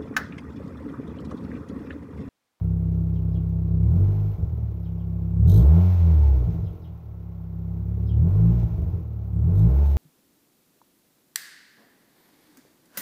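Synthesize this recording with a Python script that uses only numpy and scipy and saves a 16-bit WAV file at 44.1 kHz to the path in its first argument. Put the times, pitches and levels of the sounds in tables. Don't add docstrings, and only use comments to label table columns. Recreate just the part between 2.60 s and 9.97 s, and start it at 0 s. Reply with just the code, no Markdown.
import sys
import numpy as np
from scipy import signal
from scipy.fft import rfft, irfft, next_fast_len
from scipy.io import wavfile
from scipy.ndimage import uniform_filter1d, map_coordinates

SR = 44100
rng = np.random.default_rng(int(sys.argv[2]) if len(sys.argv) > 2 else 0)


def bounce(signal):
    frames = np.transpose(np.atleast_2d(signal))
    limited = np.clip(frames, -1, 1)
    pcm = np.round(limited * 32767).astype(np.int16)
    wavfile.write(sys.argv[1], SR, pcm)


N = 325017
TIME = np.arange(N) / SR
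IDLE_HZ, IDLE_CHARGE_DB = 33, -30


CYLINDER_IMBALANCE = [-0.0035, -0.0074, -0.016, -0.028]

def boom(turns, rate, charge_db, jitter_s=0.005, burble_db=-1.0, coast_limp=0.25):
    at = firings(turns)
    pull, coast = (c[at] for c in effort(rate))
    burble = burbling()[at]
    uneven = .08 * (IDLE_HZ / rate[at]) ** 2 + .3 * burble
    width_s = (0.27 + 0.8 * pull + 1.56 * coast) / 1000
    size_error, time_error = rng.standard_normal((len(at), 2)).T
    limp = coast_limp * coast * (-1) ** np.arange(len(at))
    sizes = 1 + np.resize(CYLINDER_IMBALANCE, len(at)) + limp + uneven * size_error
    strength = amp(charge_db[at] + burble_db * burble) * SR / rate[at] / np.sqrt(2)
    t = np.arange(-SR // 100, SR // 100) / SR
    pulses = np.exp(-(t / width_s[:, None]) ** 2 / 2)
    pulses *= (sizes * strength / pulses.sum(axis=1))[:, None]
    moments = (at + np.round(jitter_s * SR * uneven * time_error)) / SR
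    return pipe(impulses((moments[:, None] + t).ravel(), -pulses.ravel()))


# frequency in Hz, gain of pipe and silencer in dB.
PIPE_RESPONSE = [(20, -56.5), (33, -22), (50, -5.5), (70, 6.5), (86, 3), (110, 7), (132, -6), (141, -12.5),
                 (166, 7), (195, -21), (230, -19), (252, -22), (280, -34), (318, -20), (460, -34.5),
                 (1500, -75)]

def pipe(x):
    def minimum_phase(hz):
        cepstrum = irfft(np.log(gain(PIPE_RESPONSE, hz)))
        cepstrum[1:len(hz) - 1] *= 2
        cepstrum[len(hz):] = 0
        return np.exp(rfft(cepstrum))
    return filtered(x, minimum_phase)


OVERRUN_SPANS = [(1.75, 1.83), (3.879, 4.42), (6.029, 6.42)]

def burbling(fade_s=0.039):
    return sum(np.clip(.5 + np.minimum(TIME - start, end - TIME) / fade_s, 0, 1)
               for start, end in OVERRUN_SPANS)


# time in seconds, peak level of the thump in dB.
LATE_FIRINGS = [(1.786, -17.5), (1.826, -16.5), (1.932, -24.5), (2.028, -26), (3.876, -15), (3.947, -19.5),
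                (3.984, -21.5), (4.031, -19), (4.072, -28.5), (6.031, -15), (6.074, -27), (6.182, -15.5),
                (6.222, -15), (6.269, -23.5), (6.338, -20)]

def pops(crack_db=-22):
    times, db = np.transpose(LATE_FIRINGS)
    def bang(path):
        peak = np.abs(path(impulses(np.zeros(1), np.ones(1)))).max()
        return path(impulses(times, -amp(db))) / peak
    return bang(pipe) + amp(crack_db) * bang(silencer)


# centre frequency in Hz, bandwidth in Hz, gain in dB.
SILENCER_MODES = [(222.8, 6.1, -2), (313.7, 11, 0.5), (343, 29, -6), (390.6, 38, -3.5), (424.4, 44, -3.5),
                  (477, 34, -7), (563, 30, -16), (649.4, 16, -7.5)]

def silencer(x):
    return ring(x, SILENCER_MODES)


VALVE_STRENGTHS = [1, 1.1, 1.1, 1.3]

def rasp(turns, rate, scatter_db=1, pull_scrape=0.36):
    at = firings(turns)
    scatter = amp(scatter_db * rng.standard_normal(len(at)))
    sizes = np.resize(VALVE_STRENGTHS, len(at)) * scatter / np.sqrt(rate[at])
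    cracks = unit(silencer(impulses(TIME[at], sizes)))
    scrape = unit(silencer(rng.standard_normal(N) * puffs(turns, depth=0.7, sharpness=3.7)))
    rough = np.sqrt(IDLE_HZ / rate) + pull_scrape * effort(rate)[0]
    mixed = (cracks + rough * scrape) / np.hypot(1, rough)
    return coloured(mixed, [(120, -23.5), (230, 1), (680, -5.5), (1100, -31.5)])


# frequency in Hz, relative spectral level in dB.
MOUTH_SPECTRUM = [(300, -23.5), (560, 0.5), (660, -2), (760, -0.5), (830, -2), (872, -0.5), (925, -7.5),
                  (1080, -5), (1170, -14.5), (1380, -10), (1650, -23), (2600, -38.5)]

def rush(turns, rate, order_count=72, odd_db=-6):
    k = np.arange(order_count + 1)
    orders = amp(odd_db * (k % 2)) * np.exp(2j * np.pi * rng.random(len(k))) * (k > 0)
    revolution = irfft(orders, 16 * order_count)
    cycles = map_coordinates(revolution, [turns / 2 % 1 * len(revolution)], order=1, mode="grid-wrap")
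    snarl = coloured(cycles * np.sqrt(rate), MOUTH_SPECTRUM)
    noise = coloured(rng.standard_normal(N), MOUTH_SPECTRUM)
    tonal_share = np.clip(.35 + .009 * (rate - rate.min()), 0, 1)
    flow = np.sqrt(tonal_share) * snarl + np.sqrt(1 - tonal_share) * noise
    return unit(flow * puffs(turns, depth=0.11, sharpness=3.2))


def jet(turns, spectrum):
    noise = rng.standard_normal(N) * puffs(turns, depth=0.2, sharpness=3) * amp(1.1 * wobble(60))
    return coloured(noise, spectrum)


# frequency in Hz, relative spectral level in dB.
HISS_SPECTRUM = [(800, -12.5), (1700, -0.5), (2150, 4), (2650, 1), (3000, -2), (4100, -3), (4600, -7),
                 (6400, -7), (7200, -15.5), (8200, -16.5), (9200, -38.5), (12000, -50)]
FIZZ_SPECTRUM = [(7000, -51.5), (9200, -35.5), (10800, -16), (12200, -2.5), (14200, -4.5), (15700, -5)]
# level at idle in dB, then dB added per dB of charge, per doubling of speed,
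# at full pull and at full coasting.
RASP_LEVEL = (-46, 0.75, -4.5, 5.5, -1)
RUSH_LEVEL = (-58.5, 0.2671, 6, 4, -1)
HISS_LEVEL = (-73, 0.28, 9, -2, -2.5)
FIZZ_LEVEL = (-71, 0.2, 5, 1.5, -2)

def gas(turns, rate, charge_db, lag_s=0.069):
    pull, coast = effort(rate)
    def level(idle_db, per_charge, doubling_db, pull_db, coast_db):
        drive_db = per_charge * (charge_db - IDLE_CHARGE_DB) + pull_db * pull + coast_db * coast
        lagged_db = np.interp(TIME - lag_s, TIME, drive_db)
        return amp(idle_db + doubling_db * np.log2(rate / IDLE_HZ) + lagged_db)
    layers = [(rush(turns, rate), RUSH_LEVEL), (rasp(turns, rate), RASP_LEVEL),
              (jet(turns, HISS_SPECTRUM), HISS_LEVEL), (jet(turns, FIZZ_SPECTRUM), FIZZ_LEVEL)]
    return sum(sound * level(*law) for sound, law in layers)


def tip(turns, rate, ring_hz=872, width_hz=36, ring_db=-48.0):
    multiple = 25 / 2
    detuning = (multiple * rate - ring_hz) / (width_hz / 2)
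    level = amp(ring_db + 4.6 * wobble(30)) / np.hypot(1, detuning)
    return level * np.sin(2 * np.pi * multiple * turns + 0.31 * wobble(40))


# centre frequency in Hz, bandwidth in Hz, relative gain in dB.
SHEET_MODES = [(3180, 200, -3.5), (3750, 240, -0.5), (4130, 200, -0.5), (5050, 640, -10), (6280, 400, -4.5),
               (8060, 330, -7), (11140, 1200, -8), (13400, 1100, -1), (14400, 580, -9), (15400, 790, -13)]
# time of reaching full level in seconds, hold in seconds, level in dB.
SHEET_BUZZES = [(2.903, .075, -48.5), (6.981, .02, -60), (7.266, 0.056, -62.5)]

def buzz(turns, attack_s=0.038, fall_db_per_s=222):
    chatter = rng.standard_normal(N) * puffs(turns, depth=0.46, sharpness=3) * amp(1.7 * wobble(400))
    level = np.zeros(N)
    for start, hold, db in SHEET_BUZZES:
        rise = np.clip(1 + (TIME - start) / attack_s, 0, 1)
        level += rise * amp(db - fall_db_per_s * np.maximum(TIME - start - hold, 0))
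    return level * unit(ring(chatter, SHEET_MODES))


def intake(rate, lead_s=.04, level_db=-77):
    opening = np.interp(TIME + lead_s, TIME, effort(rate)[0])
    return amp(level_db) * opening * unit(ring(rng.standard_normal(N), [(7750, 420, 0)]))


# start in seconds, level in dB, frequency in Hz from which the whistle falls.
BIRD_CALLS = [(.548, -66, 3790), (0.74, -63.5, 3780), (2.244, -66, 3800), (2.39, -69.5, 3540),
              (4.056, -63, 3800), (4.233, -64, 3900), (5.481, -58, 3870)]

def bird(drop_hz=1250, lisp_db=-13, lisp_hz=5100, echo_db=-2):
    drop_s, swell_s, lisp_lead_s, echo_t60_s, husk_hz = .028, .018, .022, .33, 280
    t = np.arange(SR // 4) / SR
    swell = (t / swell_s) ** 2 * np.exp(2 - 2 * t / swell_s)
    def whistle(hz):
        return swell * np.sin(2 * np.pi * np.cumsum(hz + husk_hz * wobble(1500)[:len(t)]) / SR)
    calls = np.zeros(N + SR)
    for start, db, hz in BIRD_CALLS:
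        lisp = whistle(lisp_hz) + whistle(hz)
        fall = whistle(hz - drop_hz * (1 - np.exp(-t / drop_s)))
        calls[round((start - lisp_lead_s) * SR):][:len(t)] += amp(db + lisp_db) * lisp
        calls[round(start * SR):][:len(t)] += amp(db) * fall
    trees = rng.standard_normal(len(t)) * amp(-60 * t / echo_t60_s)
    return calls[:N] + amp(echo_db) * signal.fftconvolve(calls, trees / np.linalg.norm(trees))[:N]


# frequency in Hz, level in dB.
WHINE_TONES = [(915, -80), (1108, -74)]
# centre frequency in Hz, bandwidth in Hz, relative gain in dB.
BAY_MODES = [(1310, 99, -0.5), (2150, 160, -14)]

def background(bay_db=-74.0, air_db=-58.5):
    whine = sum(amp(db + 0.96 * wobble(2.6)) * np.sin(2 * np.pi * hz * TIME + 0.4 * wobble(7.6))
                for hz, db in WHINE_TONES)
    bay = unit(ring(ring(rng.standard_normal(N), BAY_MODES), [(1380, 2000, 0)]))
    air = coloured(rng.standard_normal(N), [(20, 10.5), (100, -9.0), (1000, -28.5), (9000, -49.0)])
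    return whine + amp(bay_db) * bay + amp(air_db) * air


def effort(rate, full_pull_hz_per_s=136, full_coast_hz_per_s=60):
    change = np.gradient(uniform_filter1d(rate, SR // 10)) * SR
    return np.clip(change / full_pull_hz_per_s, 0, 1), np.clip(-change / full_coast_hz_per_s, 0, 1)


def firings(turns):
    return np.flatnonzero(np.diff(np.floor(turns))) + 1


def puffs(turns, depth, sharpness):
    return unit(1 - depth + depth * unit(np.exp(-sharpness * (turns % 1))))


def impulses(times, sizes):
    return np.bincount(np.clip(np.round(times * SR).astype(int), 0, N - 1), sizes, N)


def ring(x, modes):
    return filtered(x, lambda f: sum((-1) ** k * amp(db) * 1j * f * width / (hz**2 - f**2 + 1j * f * width)
                                     for k, (hz, width, db) in enumerate(modes)))


def coloured(x, spectrum):
    return unit(filtered(x, lambda hz: gain(spectrum, hz)))


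def filtered(x, response):
    size = 2 * next_fast_len((N + SR) // 2)
    return irfft(rfft(x, size) * response(np.fft.rfftfreq(size, 1 / SR)), size)[:N]


def gain(points, hz):
    f, db = np.transpose(points)
    return amp(np.interp(np.log(hz + 1), np.log(f + 1), db))


def wobble(rate):
    return map_coordinates(rng.standard_normal(int(N * rate / SR) + 4), [TIME * rate])


def amp(db):
    return 10 ** (np.asarray(db) / 20)


def unit(x):
    return x / np.sqrt(np.mean(x ** 2) + 1e-20)


# time in seconds, firings per second.
FIRING_RATE = [(0.0, 33.48), (0.6, 32.6), (1.21, 32.96), (1.4, 47.44), (1.55, 51.44), (1.7, 51.49),
               (1.9, 38.83), (2.2, 33.49), (2.79, 33.63), (2.92, 47.48), (3.05, 69.22), (3.17, 88.15),
               (3.31, 91.08), (3.5, 79.49), (3.7, 67.34), (3.85, 57.43), (4.0, 50.14), (4.2, 40.89),
               (4.6, 33.82), (5.0, 33.24), (5.55, 35.7), (5.67, 44.23), (5.8, 54.86), (5.95, 59.94),
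               (6.15, 52.97), (6.42, 37.86), (6.76, 33.9), (6.85, 40.44), (7.0, 53.01), (7.12, 65.43),
               (7.2, 71.47), (7.37, 69.23)]
# time in seconds, charge in dB.
CYLINDER_CHARGE = [(0, -31.5), (1.05, -33), (1.41, -20), (1.54, -27.5), (1.88, -31), (2.21, -39.5),
                   (2.71, -33.5), (2.89, -15.5), (3.14, -16.5), (3.3, -20), (3.42, -14), (3.82, -20),
                   (3.93, -29), (4.08, -32), (4.24, -43), (4.75, -44.5), (5.5, -30.5), (5.6, -22.5),
                   (5.95, -22.5), (6.12, -29), (6.33, -25.5), (6.42, -38.5), (6.67, -37.5), (6.85, -23.5),
                   (7.05, -19), (7.37, -25)]

def scene(start_phase=.555):
    rate = np.interp(TIME, *np.transpose(FIRING_RATE))
    charge_db = np.interp(TIME, *np.transpose(CYLINDER_CHARGE))
    turns = start_phase + np.cumsum(rate) / SR
    exhaust = boom(turns, rate, charge_db) + pops() + gas(turns, rate, charge_db) + tip(turns, rate)
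    return (exhaust + buzz(turns) + intake(rate) + bird() + background())[None]


def record(dry, top_hz=15750):
    return filtered(dry[0], lambda hz: hz < top_hz)[None]


dry = scene()
out = record(dry)
bounce(out)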